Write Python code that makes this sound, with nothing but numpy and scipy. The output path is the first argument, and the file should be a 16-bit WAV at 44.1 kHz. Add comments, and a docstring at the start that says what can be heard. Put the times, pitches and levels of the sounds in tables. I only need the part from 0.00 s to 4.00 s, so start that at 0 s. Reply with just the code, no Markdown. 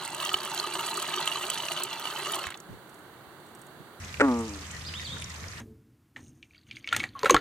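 """Water patters and plinks as a thin stream falls from a spout into a nearly empty plastic bucket.
Drops slap the wet bottom, burst into spray and trap bubbles, which ring in the bucket's resonances.
The valve is shut and the last drops land at about 2.5 s.
Faint ticks and soft handling bumps remain over a steady wash of outdoor air."""
import sys
import numpy as np
from scipy import signal
from scipy.fft import rfft, irfft
from scipy.io import wavfile

SR = 44100
rng = np.random.default_rng(int(sys.argv[2]) if len(sys.argv) > 2 else 0)


def wrap_up_sound(samples):
    """Save the sound to the file named by the first command line argument, as 16-bit audio."""
    columns = np.atleast_2d(samples).T
    # keep every value between -1 and 1, then stretch to whole-number steps
    tamed = np.clip(columns, -1, 1)
    steps = np.round(tamed * 32767).astype(np.int16)
    wavfile.write(sys.argv[1], SR, steps)


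N = 176400
T = np.arange(N) / SR
HZ = np.fft.rfftfreq(2 * N, 1 / SR)


def amp(db):
    """Decibels to gain."""
    return 10 ** (np.asarray(db) / 20)


def unit_rms(x):
    """Scales to unit rms."""
    return x / np.sqrt(np.mean(x ** 2) + 1e-20)


def curve(points):
    """Spreads (Hz, value) points over all frequencies."""
    hz, value = np.transpose(points)
    return np.interp(np.log(HZ + 1), np.log(hz), value)


def peaks(rows):
    """EQ curve in dB from (Hz, width, dB) peaks or dips."""
    return sum(db / (1 + (2 * (HZ - hz) / width) ** 2) for hz, width, db in rows)


def causal(db):
    """Response with this dB curve that rings only after it is struck."""
    log_gain = np.log(amp(np.r_[db, db[-2:0:-1]]))
    return np.exp(np.conj(signal.hilbert(log_gain))[:len(HZ)])


def filtered(x, response):
    """Filters by a frequency response."""
    return irfft(rfft(x, 2 * N) * response)[..., :N]


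def add(mix, s, sound):
    """Mixes a sound in at time s."""
    part = mix[max(round(s * SR), 0):][:len(sound)]
    part += sound[:len(part)]


def wander(rate_hz):
    """Unit random drift up to a rate."""
    return unit_rms(filtered(rng.standard_normal(N), 1 / (1 + (HZ / rate_hz) ** 4)))


def fade(t, rise_s, t60_s):
    """Linear attack, exponential decay."""
    return np.minimum(t / rise_s, 1) * amp(-60 * np.maximum(t - rise_s, 0) / t60_s)


def rings(rows, rise_s, t60_s, glide_per_s=0):
    """Plays (s, dB, Hz) rows as dying tones; the glide is a fraction of the starting pitch."""
    t, out = T[:SR // 8], np.zeros(N)
    for s, db, hz in rows:
        tone = np.sin(2 * np.pi * hz * (t + glide_per_s * t ** 2 / 2))
        add(out, s, amp(db) * fade(t, rise_s, t60_s) * tone)
    return out


def bursts(rows, rise_s, t60_s, width_hz):
    """Plays (s, dB, Hz) rows as dying puffs of noise around each pitch."""
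    envelope, out = fade(T[:SR // 8], rise_s, t60_s), np.zeros(N)
    for s, db, hz in rows:
        band = signal.iirpeak(hz, hz / width_hz, fs=SR)
        puff = envelope * signal.lfilter(*band, rng.standard_normal(len(envelope)))
        add(out, s, amp(db) / 2 * puff * np.linalg.norm(envelope) / np.linalg.norm(puff))
    return out


def stereo(direct, diffuse, likeness, balance, left_lead=0):
    """Direct sound in the middle, diffuse sound in the sides, panned by frequency."""
    alike, tilt = np.clip(curve(likeness), -1, 1), amp(curve(balance))
    mid = filtered(direct, np.sqrt(1 + alike))
    side = filtered(diffuse, np.sqrt(1 - alike))
    pan = np.array([tilt * np.exp(1j * left_lead), np.ones(len(HZ))]) / np.sqrt(1 + tilt ** 2)
    return filtered(np.array([mid + side, mid - side]), pan)


# tone of the outdoor bed: (frequency [Hz], level [dB])
AIR_TONE = [(25, -24), (70, -11), (140, 2), (270, -3), (350, 3), (500, -4.5), (950, -3.5), (1550, -4),
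            (2200, -13), (3000, -14), (4500, -14.5), (5400, -29), (7000, -22), (8400, -20), (10500, -22.5),
            (16000, -22.5)]
# its width: (frequency [Hz], left-right likeness [-1..1])
AIR_LIKENESS = [(50, 0.64), (350, 0.91), (1500, 0.67), (2300, -0.042), (6000, -0.019), (9000, -0.33),
                (12000, 0)]
# its pan: (frequency [Hz], left over right [dB])
AIR_BALANCE = [(100, -2.5), (450, -0.5), (1400, -5), (1800, -9), (4400, -10), (4900, -8), (5600, -14),
               (6800, 2), (7900, -6), (11000, 0)]
def air():
    """Outdoor air: a steady, dark wash of noise."""
    noise = filtered(rng.standard_normal((2, N)), amp(curve(AIR_TONE)))
    direct, diffuse = amp(-49.5) * unit_rms(noise)
    return stereo(direct, diffuse, AIR_LIKENESS, AIR_BALANCE)


# faint ticks after the flow stops: (time [s], level [dB])
TICKS = [(2.8937, -41.5), (2.943, -43), (2.9896, -47), (3.4012, -52), (3.4645, -45), (3.487, -49),
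         (3.5494, -38), (3.5912, -45), (3.615, -38), (3.667, -41.5)]
# soft knocks: (time [s], level [dB], pitch [Hz])
BUMPS = [(.334, -49, 70), (2.462, -41, 85), (2.682, -41, 149), (2.7, -41, 106), (2.722, -38.5, 131),
         (2.745, -47, 85), (3.265, -50, 100), (3.797, -44, 160)]
def handling():
    """Small dry ticks and dull handling bumps with a wide rumble, a little to the right."""
    tick_rows = [(s, db, 8100) for s, db in TICKS]
    ticks = amp(-4) * bursts(tick_rows, rise_s=.00033, t60_s=.034, width_hz=1900)
    soft = dict(rise_s=.01, t60_s=.09)
    thuds = amp(-6) * rings(BUMPS, **soft)
    rumble = amp(3) * np.array([bursts(BUMPS, **soft, width_hz=45) for _ in range(2)])
    return (ticks + thuds + rumble) * amp([[-2], [2]])


# surges of the stream: (time [s], level [dB])
SURGES = [(.247, -40), (.282, -42), (.416, -34), (.755, -34.5), (.773, -32.5), (.955, -37), (.976, -34),
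          (1.174, -34.5), (1.325, -35.5), (1.432, -35.5), (1.8, -36.5), (2.216, -39), (2.299, -39),
          (2.366, -32)]
def drumming():
    """The plastic bottom booms at one low pitch under each surge."""
    return amp(-3) * rings([(s, db, 371.2) for s, db in SURGES], rise_s=.0076, t60_s=.12)


# broad colour of water in the bucket: (frequency [Hz], level [dB])
SPLASH_TONE = [(30, -32), (100, -18.5), (270, -10.5), (480, -12), (720, -3), (1100, 1), (1700, -4),
               (2300, -4), (3300, -3.5), (4400, -5), (5400, -11), (6600, -7.5), (10500, -11.5),
               (13000, -16), (16000, -25)]
# the last drops: (time [s], level [dB], pitch [Hz])
DRIPS = [(2.439, -26, 1500), (2.452, -26, 3800), (2.468, -23.5, 1610), (2.478, -28, 1580),
         (2.487, -29, 1900), (2.5035, -28, 2300), (2.513, -34, 1710), (2.521, -29, 2250),
         (2.5415, -31, 2600), (2.551, -35, 800)]
def last_drips():
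    """The stream breaks up and lands as dry pats."""
    pats = bursts(DRIPS, rise_s=.00062, t60_s=.04, width_hz=1150)
    return amp(2.5) * filtered(pats, causal(curve(SPLASH_TONE)))


CRACK = dict(rise_s=.0001, t60_s=.0017, width_hz=6500)
# bursting drops: (time [s], crack level [dB], ring level [dB], ring pitch [Hz])
SPITS = [(0.05, -34, -22, 7900), (0.0775, -34, -24.5, 8160), (0.1474, -23, -23, 8000),
         (0.2234, -21, -34, 8000), (0.2505, -17, -25.5, 6000), (0.2686, -24, -35, 7200),
         (0.3312, -20, -23, 8100), (0.3419, -28, -33, 6450), (0.3703, -26, -40, 8400),
         (0.4502, -16.5, -37, 7850), (0.5468, -15, -34, 8500), (0.576, -31, -24.5, 6150),
         (0.588, -32, -23.5, 6190), (0.737, -29, -22.5, 8400), (0.7444, -25, -27, 8200),
         (0.7942, -25, -36, 7200), (0.8102, -22, -36, 6200), (0.8664, -29, -21, 7800),
         (0.8944, -28, -30, 8000), (0.942, -31, -24, 8000), (0.9715, -25, -22, 7900),
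         (0.9975, -43, -24, 7300), (1.0247, -35, -21, 7800), (1.0761, -24, -34, 8050),
         (1.1632, -18, -34, 7300), (1.2024, -22, -28, 8060), (1.256, -22, -25, 8200),
         (1.2757, -27, -21.5, 8100), (1.428, -30, -25.5, 7160), (1.5007, -13.5, -14.5, 7900),
         (1.544, -20, -27, 8100), (1.7188, -21, -35, 8000), (1.7996, -18.5, -39, 7300),
         (1.8353, -12.5, -15.5, 7500), (1.9312, -24.5, -31, 5940), (1.996, -20, -32, 6320),
         (2.3193, -24, -19.5, 9000), (2.3434, -27, -21, 8500), (2.3548, -17, -23.5, 8100),
         (2.468, -34, -25.5, 7060), (2.504, -36, -28.5, 8300), (2.5735, -52, -36, 6800),
         (2.6015, -50, -34, 7400)]
def spray():
    """Each drop bursts with a sharp broadband crack and a short bright ring."""
    cracks = bursts([(s, db, 11000) for s, db, _, _ in SPITS], **CRACK)
    ring_rows = [(s, db, hz) for s, _, db, hz in SPITS]
    ringing = bursts(ring_rows, rise_s=.00051, t60_s=.012, width_hz=650)
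    return amp(4) * cracks + amp(2) * ringing


PLINK, BUBBLE_GLIDE_PER_S = dict(rise_s=.0005, t60_s=.021), .74
# bright bubbles: (time [s], level [dB], pitch [Hz])
PLINKS = [(0.2006, -24, 2980), (0.2413, -27, 2950), (.26, -23, 3200), (0.2918, -17, 2990),
          (0.3417, -11, 3044), (0.403, -26.5, 4460), (.576, -27, 4100), (0.598, -18, 4360),
          (.755, -32, 3500), (0.7926, -24, 2760), (0.8893, -25.5, 3080), (.9115, -24.5, 4060),
          (1.1225, -31, 3680), (1.139, -28, 3970), (1.156, -29, 3150), (1.182, -22, 3140),
          (1.2265, -22.5, 4180), (1.2752, -13.5, 3100), (1.316, -22, 2860), (1.4343, -24.5, 2600),
          (1.501, -21, 2970), (1.5148, -23.5, 3060), (1.575, -27, 2970), (1.602, -21.5, 3010),
          (1.6375, -25, 3130), (1.6846, -18.5, 2640), (1.7173, -21, 2860), (1.7736, -21, 2990),
          (1.929, -21.5, 3120), (2.0552, -24, 3080), (2.071, -21, 2880), (2.1086, -30, 3080),
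          (2.2583, -23.5, 2860), (2.335, -20.5, 3050), (2.4389, -23, 2670), (2.5425, -33.5, 4000)]
def plinks():
    """Small trapped bubbles ring with a slight upward chirp and a snap of noise."""
    tones = rings(PLINKS, **PLINK, glide_per_s=BUBBLE_GLIDE_PER_S)
    snaps = bursts(PLINKS, **PLINK, width_hz=1600)
    return amp(-1.5) * tones + amp(-4.5) * snaps


# large air pockets: (time [s], level [dB], pitch [Hz])
GLUGS = [(0.017, -20, 1200), (0.256, -22, 1210), (0.315, -20.5, 1250), (0.337, -20, 1280),
         (0.608, -23, 1270), (0.64, -17.5, 1216), (0.682, -22, 887), (0.751, -20, 1225),
         (0.976, -17.5, 1230), (1.175, -15, 1180), (1.203, -15, 1235), (1.356, -16.5, 1150),
         (1.78, -20, 1216), (1.804, -18.5, 1040), (2.1, -22.5, 1200), (2.187, -26, 1280),
         (2.295, -24, 1300), (2.362, -17, 1070)]
def glugs():
    """Big bubbles ring lower and longer, also bending upward."""
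    return amp(-9) * rings(GLUGS, rise_s=.0011, t60_s=.052, glide_per_s=BUBBLE_GLIDE_PER_S)


# heavy drops on the bottom: (time [s], level [dB])
SLAPS = [(0.3413, -15), (0.433, -23), (0.576, -21.5), (.671, -17.5), (0.753, -17), (1.227, -25),
         (1.276, -24), (1.5, -25.5), (1.685, -26), (1.719, -24), (1.772, -24), (1.93, -24.5), (2.053, -18),
         (2.468, -21)]
def slaps(bucket):
    """Each heavy drop is a short spatter of impacts that rings the bucket."""
    envelope, hits = fade(T[:SR // 8], rise_s=.001, t60_s=.015), np.zeros(N)
    for s, db in SLAPS:
        add(hits, s, amp(db) * envelope * rng.choice([-1, 1], len(envelope)))
    return amp(-1) / 2 * filtered(hits, bucket) / np.sqrt(np.mean(abs(bucket) ** 2))


def patter(per_s, spread_db):
    """Random impulses, mostly small with a few large ones."""
    size = amp(spread_db * np.minimum(rng.exponential(1, N), 3.2))
    return unit_rms(size * rng.choice([-1, 1], N) * (rng.random(N) < per_s / SR))


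def bubble_swarm(per_s=5000, pitches=28, decay_cycles=2.82):
    """Thousands of quickly damped bubbles merge into a fizz."""
    t, swarm = T[:SR // 10], np.zeros(N)
    for hz in np.geomspace(110, 15000, pitches):
        bubble = np.sin(2 * np.pi * hz * t) * np.exp(-hz * t / decay_cycles)
        births = patter(per_s / pitches, spread_db=4.5)
        swarm += np.sqrt(hz) * unit_rms(signal.oaconvolve(births, bubble)[:N])
    return unit_rms(swarm)


SHUT_AT_S, CLOSING_S = 2.5, .07
# faders of the stream: (time [s], body level [dB], patter level [dB], spray level [dB])
FLOW = [(0.0, -4.5, -4.5, -6), (0.12, -5, -4.5, -4.5), (0.28, -1, 0, 2), (0.37, -4, -3.5, -5),
        (0.58, -2, -1.5, 0.5), (0.68, -4, -3, -6), (0.78, -1.5, -2, 1), (1.0, -2, -1.5, 0.5),
        (1.09, -2, 0.5, 0), (1.2, -1, 2, -1.5), (1.45, -2.5, -1.5, 1), (1.62, -2.5, 0, 0.5),
        (1.8, -3.5, -0.5, -3.5), (1.9, -7.5, -4, -8), (2.12, -2.5, -4, -0.5), (2.36, -0.5, -1, -2),
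        (2.461, -2, -5.5, -1.5)]
# body, patter and spray bands: (frequency [Hz])
BAND_HZ = [1200, 3300, 8000]
# random flicker of each band: (depth [dB])
FLICKER_DB = [.5, 1.6, 2.6]
def stream(bucket):
    """Drop impacts and bubbles sputter together and excite the bucket until the valve shuts."""
    fizz = bubble_swarm() + amp(-4.5) * patter(per_s=600, spread_db=2.5)
    sputter = fizz * amp(1.1 * wander(rate_hz=70))
    times, *faders = np.transpose(FLOW)
    drive = np.zeros(N)
    for db, flicker_db, solo in zip(faders, FLICKER_DB, np.eye(len(faders))):
        gain = amp(np.interp(T, times, db) + flicker_db * wander(rate_hz=90))
        band = curve(list(zip(BAND_HZ, solo)))
        drive += filtered(sputter * gain, band)
    valve = np.clip((SHUT_AT_S - T) / CLOSING_S, 0, 1)
    return amp(-37.5) * unit_rms(filtered(drive * valve, bucket))


def strays(count, low_hz, high_hz, range_db=12):
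    """Random (s, dB, Hz) rows whose level follows the stream's patter."""
    when, softness, pitch = rng.random((count, 3)).T
    times, _, patter_db, _ = np.transpose(FLOW)
    s = when * (SHUT_AT_S - CLOSING_S)
    db = np.interp(s, times, patter_db) - range_db * softness
    return zip(s, db, low_hz * (high_hz / low_hz) ** pitch)


def scatter():
    """The stream throws off quieter bubbles and crackling flecks of spray."""
    bubbles = rings(strays(45, low_hz=2040, high_hz=4830), **PLINK, glide_per_s=BUBBLE_GLIDE_PER_S)
    flecks = bursts(strays(110, low_hz=6000, high_hz=13500), **CRACK)
    return amp(-27) * bubbles + amp(-22.5) * flecks


def echoes(x, t60_s, count=24, changes=100):
    """Dense reflections that keep shifting as the water moves: random crossfades of noise tails."""
    t = T[:SR // 8]
    tails = rng.standard_normal((count, len(t))) * amp(-60 * t / t60_s) * (t > .001)
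    times = np.linspace(0, T[-1], changes)
    sends = np.array([np.interp(T, times, w) for w in rng.standard_normal((count, changes))])
    feeds = x * sends / np.linalg.norm(sends, axis=0)
    return signal.oaconvolve(feeds, tails / np.linalg.norm(tails[0]), axes=1).sum(0)[:N]


# resonances of the bucket: (frequency [Hz], width [Hz], boost [dB])
BUCKET_MODES = [(153, 29, 14.5), (361.4, 59.5, 18.5), (415.4, 17.4, 13), (598, 68, 10), (677, 17, 4.5),
                (905, 89, 9), (1073, 23, 3), (1254, 116, 10), (1546, 67, 4), (1955, 46, 4), (2651, 43, 9.5),
                (2967, 365, 9), (4087, 116, 7.5), (4540, 170, 6.5), (8160, 720, 5.5)]
# width of the water: (frequency [Hz], left-right likeness [-1..1])
WATER_LIKENESS = [(50, .3), (150, .8), (350, .98), (1300, .97), (3000, .85), (8000, .72), (15000, .5)]
# its pan: (frequency [Hz], left over right [dB])
WATER_BALANCE = [(100, 0.5), (1300, -1), (2000, -5.5), (2900, -3), (3250, -4), (3600, -3.5), (4500, -8),
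                 (4900, 10), (5900, -9.5), (6800, 5), (7900, -11.5), (9500, 2), (11500, 8), (16000, 1.5)]
# its phase offset: (frequency [Hz], left lead [rad])
WATER_LEAD = [(100, 0), (1400, 0), (3000, .8), (6500, 1.3), (9500, 3.1), (11500, 3), (16000, 2.5)]
def water(wall_t60_s=.014, yard_t60_s=.12):
    """All the water layers, reflected by the bucket walls and faintly by the yard."""
    bucket = causal(curve(SPLASH_TONE) + peaks(BUCKET_MODES))
    pour = stream(bucket) + slaps(bucket) + scatter() + glugs() + plinks()
    pour += spray() + drumming() + last_drips()
    wet = pour + amp(-7) * echoes(pour, wall_t60_s) + amp(-27) * echoes(pour, yard_t60_s)
    return stereo(wet, echoes(wet, wall_t60_s), WATER_LIKENESS, WATER_BALANCE, curve(WATER_LEAD))


def scene():
    """Water in front, handling and air behind."""
    return water() + handling() + air()


# narrow cuts on the whole mix: (frequency [Hz], width [Hz], gain [dB])
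NOTCHES = [(2496, 82, -18.5), (5010, 185, -12), (7470, 180, -8)]
def record(dry):
    """Master EQ: three treble notches, then a steep low-pass."""
    notched = filtered(dry, causal(peaks(NOTCHES)))
    low_pass = signal.firwin(511, 16050, window=("kaiser", 9), fs=SR)
    return signal.oaconvolve(notched, low_pass[None], "same")


dry = scene()
out = record(dry)
wrap_up_sound(out)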